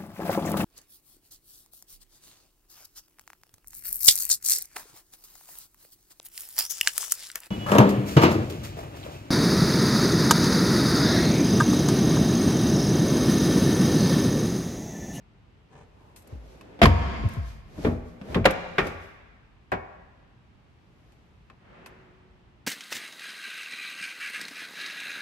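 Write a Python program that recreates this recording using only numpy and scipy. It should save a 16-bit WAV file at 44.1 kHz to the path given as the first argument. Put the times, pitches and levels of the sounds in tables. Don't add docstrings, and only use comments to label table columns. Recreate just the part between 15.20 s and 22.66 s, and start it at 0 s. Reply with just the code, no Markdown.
import sys
import numpy as np
from scipy import signal
from scipy.fft import rfft, irfft, next_fast_len
from scipy.io import wavfile
from scipy.ndimage import uniform_filter1d, minimum_filter1d

SR = 44100
rng = np.random.default_rng(int(sys.argv[2]) if len(sys.argv) > 2 else 0)


def bounce(signal):
    frames = np.transpose(np.atleast_2d(signal))
    limited = np.clip(frames, -1, 1)
    pcm = np.round(limited * 32767).astype(np.int16)
    wavfile.write(sys.argv[1], SR, pcm)


N = 329194
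TIME = np.arange(N) / SR
EDGES = 28 * 2 ** np.arange(0, 9.1, .5)
CENTRES = np.sqrt(EDGES[1:] * EDGES[:-1])
BANK = [signal.butter(2, pair, "band", fs=SR, output="sos") for pair in zip(EDGES, EDGES[1:])]

# f/Hz, relative level/dB
VENT_COLOUR = [(25, -18), (50, 0.5), (120, -4), (185, -8.5), (280, -14.5), (400, -16), (520, -23),
               (750, -20), (1050, -22), (1600, -26), (2700, -27.5), (4000, -35), (7000, -46.5),
               (12000, -53.5)]
CREAK_COLOUR = [(80, -52.5), (250, -54.5), (600, -52), (1100, -58.5), (1900, -60), (3000, -65.5),
                (4500, -73.5), (8000, -62.5), (12000, -107)]
SCRAPE_COLOUR = [(400, -33), (800, -9), (950, 2), (1150, -7.5), (2000, -32.5)]
RUB_COLOUR = [(20, -24), (80, -3), (250, 2.5), (600, 0.5), (1100, -11), (2500, -17), (5000, -30),
              (12000, -44)]
HISS_COLOUR = [(800, -24.5), (2500, -4), (4000, 0), (6000, -2), (8000, -8.5), (11500, -6), (16000, -17)]
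TICK_COLOUR = [(60, -18.5), (300, -2), (900, -3.5), (2000, 0), (7000, 2.5), (12000, 7)]
PANEL_COLOUR = [(40, -10), (90, -7.5), (170, -1.5), (350, 1.5), (600, 1.5), (1000, -1), (1600, 3.5),
                (2500, 3), (4400, -2), (6300, -12), (8500, -10.5), (12000, -8.5)]
SCATTER_COLOUR = [(200, -11), (1500, -14), (4000, -19), (10000, -24)]
SLIDE_COLOUR = [(100, -8.5), (190, 2), (300, -6), (550, -3), (800, -6), (1200, -7.5), (1800, -8),
                (2700, -15.5), (4000, -27), (9000, -46), (14000, -69.5)]
REVERB_COLOUR = [(50, -11), (150, -14), (280, -11), (450, -12), (750, -9), (1500, -11), (2300, -11),
                 (4000, -16), (6000, -12.5), (10000, -23.5)]

# peak t/s, rub level/dB, hiss level/dB, half length/s
SWISHES = [(0.862, -60.5, -78.5, 0.45), (1.125, -49.5, -66, 0.11), (1.32, -53, -64.5, .16),
           (1.553, -49, -82.5, 0.57), (2.129, -58, -55.5, 0.095), (2.29, -65, -56.5, 0.084),
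           (2.646, -38.5, -50.5, 0.08), (2.887, -65, -65, 0.093), (3.127, -36.5, -55.5, 0.073),
           (3.667, -34, -53.5, 0.071), (3.836, -53, -62.5, 0.091), (5.9, -67.5, -76.5, .4)]
# t/s, force level at 4500 Hz/dB, tilt/(dB per octave), t60/s
TICKS = [(0.9605, -60, 2, .2), (1.0216, -67, 4, 0.032), (1.073, -66, 4.5, .05), (1.4103, -59, -5, 0.044),
         (2.0884, -56.5, 2, 0.03), (2.137, -66, 6, .04), (3.3076, -42, -2, 0.04226),
         (3.6685, -49.5, -4.5, 0.069), (4.5168, -71.5, 13, 0.053), (5.92, -74, -3.5, .1),
         (6.2992, -66, -12, 0.046), (6.6601, -54, -4, 0.073)]
# f/Hz, level over the tick/dB, t60/s
TRIM_MODES = [(228, -8, 0.1), (1063, 1.5, .06), (1700, -3.5, 0.025), (2580, 5.5, .045)]
# t/s, level/dB, starting f/Hz, rise/s, t60/s
THUDS = [(1.122, -33, 115, 0.0066, 0.76), (1.859, -32, 215.6, 0.031, .3), (1.991, -22.5, 59.8, 0.027, 0.19),
         (2.034, -14, 199.7, 0.03, .07), (2.165, -22.5, 179.4, 0.019, 0.53), (3.089, -34, 100, 0.015, 0.26)]
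# f/Hz, level/dB, t60/s
BLOWS = [(1.590, -51.5, -2, 4096, .2, 710, -47, .1), (1.6161, -19, -0.54, 3836, .1, 678.5, -8, .2),
         (1.6282, -13.5, -2, 4228, 0.14, 134, -6.5, .3), (1.6353, -15, -1.5, 5500, 0.15, 287, -11, .25),
         (1.6556, -8, -0.5, 4500, 0.03, 1050, 1.5, .03), (2.577, -48.5, -9, 9000, .15, 303, -38.5, .15),
         (2.6477, -27.5, -4, 3030, .1, 435.2, -18.5, 0.17), (2.666, -35, -5.5, 2428, .24, 241.9, -18, .22),
         (3.0128, -48.5, -2, 4986, 0.063, 198, -36.5, .22), (3.145, -34, 2, 3173, .095, 2100, -37.5, .04),
         (3.156, -30.5, -6.5, 2110, .16, 1068, -28.5, .095), (3.174, -36, -7, 2100, .09, 229.3, -17.5, .18),
         (3.244, -43.5, 6, 2300, .07, 2280, -32, .04), (3.2535, -20.5, -2, 7000, .05, 554, -7.5, .077),
         (3.2562, -25.5, 1.5, 9240, .04, 3943, -17.5, .018),
         (3.2567, -15, 0.5, 2677, 0.054, 735, -13, 0.071), (3.5818, -25.5, 2, 2400, .15, 1607, -21, 0.042),
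         (3.586, -34.5, 0.5, 2400, 0.068, 380, -16.5, 0.062), (4.518, -29, 2.5, 1500, 0.15, 749, -31, 0.23),
         (4.527, -38.5, 3, 1300, 0.17, 174, -39, 0.21)]
# f/Hz, relative level/dB, t60/s
REAR_SKIN_MODES = [(144.96, -3.5, 0.24), (199, -5, 0.52), (215.7, -4.5, 0.26), (296, 1, 0.35),
                   (430, -16, .25), (487, -13, .2), (568, -1.5, 0.1), (712, -9.5, 0.3), (811, -17, .5),
                   (935, -13.5, .5), (1095, -15, .5), (1280, -8, 0.26), (1510, -26, .4)]
FRONT_SKIN_MODES = [(387, -8, 0.55), (528, -7.5, 0.41), (617, -11, 0.55), (663, -12.5, 0.52),
                    (814, -11, 0.5), (1110, -8.5, 0.22), (1189, -4, 0.18), (1344, -15, 0.38),
                    (1414, -15.5, 0.45), (1583, -13.5, 0.22), (1830, -14.5, 0.25), (1950, -15.5, 0.25),
                    (2220, -14.5, 0.78), (2340, -13.5, 0.34), (2655, -14.5, 0.25), (2870, -14.5, 0.2),
                    (3120, -14.5, .15)]
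# t/s, right ear lag/ms
DOOR_BEARING = [(1.6, 0.27), (3.25, 0.18), (3.58, 0), (4.52, -0.39)]
# t/s, level/dB
AIR_PUSHES = [(1.628, -3), (1.826, -31), (2.641, -24.5), (3.146, -27), (3.594, -41), (3.719, -40),
              (4.522, -46)]
# f/Hz, relative level/dB, rise/s, t60/s
CABIN_MODES = [(47.6, -2.5, 0.004, .28), (66.4, -2.5, .014, 0.61), (88, -0.5, 0.065, .42)]

# f/Hz, factor on a contact's t60
DECAY_FACTOR = [(60, 2.7), (250, 1.2), (1000, 0.99), (4000, 0.74), (12000, 1.1)]
# f/Hz, t60/s
REVERB_T60 = [(60, 2.8), (250, 0.94), (700, 1.18), (2000, 1.31), (4500, 1.4), (11000, 0.99)]
# f/Hz, likeness of the ears (clipped to 0 = wide, 1 = mono)
NEAR_LIKENESS = [(100, 1.5), (600, 0.17), (1500, 0.4), (4000, -0.01), (12000, -0.5)]
ROOM_LIKENESS = [(60, .75), (140, .75), (290, 0.69), (640, 0.079), (1400, 0), (6000, 0.12), (12000, 0.055)]
# f/Hz, level of left over right/dB
BALANCE = [(100, 1.5), (550, 1.5), (1100, 3), (2000, -4), (4000, 6), (8000, 1.5)]


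def from_db(db):
    return 10 ** (np.asarray(db) / 20)


def at_hz(points, hz):
    return np.interp(np.log(hz), np.log(np.array(points)[:, 0]), np.array(points)[:, 1])


def fade(t, t60):
    return np.exp(-np.log(1000) * t / t60)


def swell(full_s, db, attack_s, hold_s, t60):
    attack = np.clip(1 + (TIME - full_s) / attack_s, 0, 1)
    return from_db(db) * attack * fade(np.maximum(TIME - full_s - hold_s, 0), t60)


def add(out, s, sound):
    start = max(int(s * SR), 0)
    out[:, start:start + sound.shape[-1]] += sound[..., :N - start]


def two_ears(left, right, lag_ms):
    t = TIME[:len(left)]
    return np.array([left, np.interp(t - lag_ms / 1000, t, right, left=0)])


def steady_noise(colour, likeness):
    size = next_fast_len(N, real=True)
    hz = np.maximum(np.fft.rfftfreq(size, 1 / SR), 1)
    gains, alike = from_db(at_hz(colour, hz)), np.clip(at_hz(likeness, hz), 0, 1)
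    white = rfft(rng.standard_normal((2, size)))
    mid, side = irfft(white * gains * np.sqrt([1 + alike, 1 - alike]), size)[:, :N]
    ears = np.array([mid + side, mid - side])
    return ears / ears.std()


def band_noises(size, likeness, run_in=4000):
    white, out = rng.standard_normal((2, 2, size + run_in)), []
    for k, sos in enumerate(BANK):
        makeup = np.sqrt(SR / 2 / (EDGES[k + 1] - EDGES[k]))
        mid, side = signal.sosfilt(sos, white[k % 2])[:, run_in:] * makeup
        alike = np.clip(at_hz(likeness, CENTRES[k]), 0, 1)
        out.append(np.sqrt((1 + alike) / 2) * mid + np.sqrt((1 - alike) / 2) * side * [[1], [-1]])
    return np.array(out)


def dying_bands(envelope, likeness):
    bands = envelope[:, None] * band_noises(envelope.shape[1], likeness)
    makeup = np.sqrt(2 * np.sum(envelope ** 2, axis=1) / np.sum(bands ** 2, axis=(1, 2)))
    return bands * makeup[:, None, None]


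def contact(band_db, t60, lag_ms=0, scatter_t60=.2):
    t, hz = TIME[:SR // 4], CENTRES[:, None]
    direct = fade(t, t60 * at_hz(DECAY_FACTOR, hz))
    scattered = from_db(at_hz(SCATTER_COLOUR, hz)) * fade(t, scatter_t60)
    envelope = (1 - np.exp(-t * hz)) * np.hypot(direct, scattered)
    ear_gains = from_db(band_db[:, None] + at_hz(BALANCE, hz) * [1, -1] / 2)
    left, right = np.einsum("be,bet->et", ear_gains, dying_bands(envelope, NEAR_LIKENESS))
    return two_ears(left, right, lag_ms)


def resonance(hz, db, rise, t60, lag_ms):
    t = TIME[:SR]
    push = np.sin(np.pi / 2 * np.minimum(t / rise, 1)) ** 2
    phase = 2 * np.pi * np.cumsum(hz * np.ones(SR)) / SR
    wave = from_db(db) * push * fade(np.maximum(t - rise, 0), t60) * np.sin(phase)
    left_gain = from_db(at_hz(BALANCE, hz) / 2)
    return two_ears(wave * left_gain, wave / left_gain, lag_ms)


def tilted(db, tilt_db, hz, low_hz, pivot_hz, high_hz):
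    return db + tilt_db * np.log2(np.clip(hz, low_hz, high_hz) / pivot_hz)


def blow_force(db, tilt_db, cut_hz, hz, steepness=7.8, high_hz=4500):
    softness_db = 10 * np.log10(1 + (np.minimum(hz, high_hz) / cut_hz) ** steepness)
    return tilted(db, tilt_db, hz, low_hz=200, pivot_hz=600, high_hz=high_hz) - softness_db


def ventilation(db=-56.5):
    return from_db(db) * steady_noise(VENT_COLOUR, ROOM_LIKENESS)


def creak(start_s=.5, end_s=.645, slips_per_s=150, jitter=.35, gain_db=-3.5):
    slips = np.zeros((1, N))
    even_s = np.arange(start_s, end_s, 1 / slips_per_s)
    slip_s = even_s + jitter / slips_per_s * rng.standard_normal(len(even_s))
    strength = np.sqrt(np.abs(np.sin(np.pi * (even_s - start_s) / (end_s - start_s))))
    slips[0, (slip_s * SR).astype(int)] = strength
    grain = contact(gain_db + at_hz(CREAK_COLOUR, CENTRES), t60=.07)
    return signal.fftconvolve(slips, grain, axes=1)[:, :N]


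def scrape():
    envelope = swell(full_s=.82, db=-63.5, attack_s=.12, hold_s=.08, t60=.7)
    return envelope * steady_noise(SCRAPE_COLOUR, ROOM_LIKENESS)


def swishes(drop_db=10.5):
    rub, hiss = np.zeros((2, N))
    for s, rub_db, hiss_db, half_length in SWISHES:
        swish = from_db(np.maximum(-drop_db * np.abs(TIME - s) / half_length, -100))
        rub = np.maximum(rub, from_db(rub_db) * swish)
        hiss = np.maximum(hiss, from_db(hiss_db) * swish)
    return rub * steady_noise(RUB_COLOUR, ROOM_LIKENESS) + hiss * steady_noise(HISS_COLOUR, NEAR_LIKENESS)


def ticks():
    out = np.zeros((2, N))
    for s, db, tilt_db, t60 in TICKS:
        force_db = tilted(db, tilt_db, CENTRES, low_hz=1700, pivot_hz=4500, high_hz=10000)
        add(out, s, contact(force_db + at_hz(TICK_COLOUR, CENTRES), t60))
        for hz, mode_db, mode_t60 in TRIM_MODES:
            ring_db = np.interp(hz, CENTRES, force_db) + mode_db
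            add(out, s, resonance(hz, ring_db, rise=.0005, t60=mode_t60, lag_ms=.05))
    return out


def thuds(end_hz=55.5, sag_s=.024, scuff_db=-13):
    out = np.zeros((2, N))
    force_db = blow_force(db=0, tilt_db=-10, cut_hz=460, hz=CENTRES)
    scuff_colour = scuff_db + force_db - force_db.max() + at_hz(PANEL_COLOUR, CENTRES)
    for s, db, start_hz, rise, t60 in THUDS:
        hz = end_hz + (start_hz - end_hz) * np.exp(-TIME[:SR] / sag_s)
        add(out, s, resonance(hz, db, rise, t60, lag_ms=1.0))
        add(out, s, contact(db + scuff_colour, t60=.1))
    return out


def door_skin(modes, db, tilt_db, cut_hz, blow_t60, spread_db=4.0, longest_t60=.5):
    t = TIME[:SR // 2]
    hz, mode_db, mode_t60 = np.transpose(modes)
    coupling_db = -7.5 + 6 * np.log2(blow_t60 / .054)
    ring_db = blow_force(db, tilt_db, cut_hz, hz) + coupling_db + mode_db
    strengths = from_db(ring_db + spread_db * rng.standard_normal(len(hz))) * rng.choice([-1, 1], len(hz))
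    decays = fade(t, np.minimum(mode_t60, longest_t60)[:, None])
    return strengths @ (np.sin(2 * np.pi * hz[:, None] * t) * decays)


def doors(front_from_s=2.5, front_skin_db=-4.5, note_rise_cycles=.8):
    out = np.zeros((2, N))
    for s, db, tilt_db, cut_hz, t60, note_hz, note_db, note_t60 in BLOWS:
        lag_ms = np.interp(s, *np.transpose(DOOR_BEARING))
        clatter_db = blow_force(db, tilt_db, cut_hz, CENTRES) + at_hz(PANEL_COLOUR, CENTRES)
        add(out, s, contact(clatter_db, t60, lag_ms))
        add(out, s, resonance(note_hz, note_db, note_rise_cycles / note_hz, note_t60, lag_ms=.05))
        modes, skin_db = (REAR_SKIN_MODES, 0) if s < front_from_s else (FRONT_SKIN_MODES, front_skin_db)
        ring = door_skin(modes, db + skin_db, tilt_db, cut_hz, t60)
        add(out, s, two_ears(ring, ring, lag_ms))
    return out


def cabin_boom():
    out = np.zeros((2, N))
    boom = sum(resonance(hz, db, rise, t60, lag_ms=.47) for hz, db, rise, t60 in CABIN_MODES)
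    for s, db in AIR_PUSHES:
        add(out, s, from_db(db) * boom)
    return out


def far_slide():
    envelope = swell(full_s=6.55, db=-52, attack_s=.18, hold_s=.14, t60=1.8)
    return envelope * steady_noise(SLIDE_COLOUR, ROOM_LIKENESS)


def far_hum(hz=366, waver_hz=9):
    knots = TIME[::SR // 20]
    pitch = hz + waver_hz * np.interp(TIME, knots, rng.standard_normal(len(knots)))
    envelope = swell(full_s=6.64, db=-59.5, attack_s=.18, hold_s=.3, t60=2.3)
    return envelope * np.sin(2 * np.pi * np.cumsum(pitch) / SR)


def showroom_reverb(x, onset_s=.0081):
    t, hz = TIME[:SR * 3 // 2], CENTRES[:, None]
    envelope = (1 - np.exp(-(t / onset_s) ** 2)) * fade(t, at_hz(REVERB_T60, hz))
    envelope = envelope / np.linalg.norm(envelope, axis=1, keepdims=True)
    gains = from_db(at_hz(REVERB_COLOUR, CENTRES)) * np.sqrt(2 * np.diff(EDGES) / SR)
    impulse_response = np.tensordot(gains, dying_bands(envelope, ROOM_LIKENESS), 1)
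    return signal.fftconvolve(x, impulse_response, axes=1)[:, :N]


def scene(lows_send_db=-10.0):
    bed = far_hum() + ventilation() + far_slide() + swishes() + scrape()
    knocks = doors() + ticks() + creak()
    lows = cabin_boom() + thuds()
    return bed + knocks + lows + showroom_reverb(knocks + from_db(lows_send_db) * lows)


def limiter(x, threshold_db=-7.0, release_db_per_s=32.0, window_samples=131, full_scale=.94):
    power = uniform_filter1d(np.mean(x ** 2, axis=0), window_samples)
    over_db = np.maximum(10 * np.log10(np.abs(power) + 1e-12) - threshold_db, 0)
    release_db = release_db_per_s * TIME
    duck_db = np.maximum.accumulate(over_db + release_db) - release_db
    gain_db = uniform_filter1d(minimum_filter1d(-duck_db, window_samples), window_samples)
    held = x * from_db(gain_db)
    return held / (1 + (held / full_scale) ** 6) ** (1 / 6)


def record(dry, notch_hz=10150, peak_hz=11500, peak_mix_db=-8.0, port_q=12.0,
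           low_cut_hz=33, high_cut_hz=12250, final_cut_hz=15600):
    notch = signal.iirnotch(notch_hz, port_q, fs=SR)
    x = signal.lfilter(*notch, signal.lfilter(*notch, dry))
    x = x + from_db(peak_mix_db) * signal.lfilter(*signal.iirpeak(peak_hz, port_q, fs=SR), x)
    x = signal.sosfilt(signal.butter(16, high_cut_hz, fs=SR, output="sos"), x)
    x = signal.sosfilt(signal.butter(2, low_cut_hz, "high", fs=SR, output="sos"), x)
    return signal.sosfilt(signal.ellip(10, .1, 80, final_cut_hz, fs=SR, output="sos"), limiter(x))


dry = scene()
out = record(dry)
bounce(out)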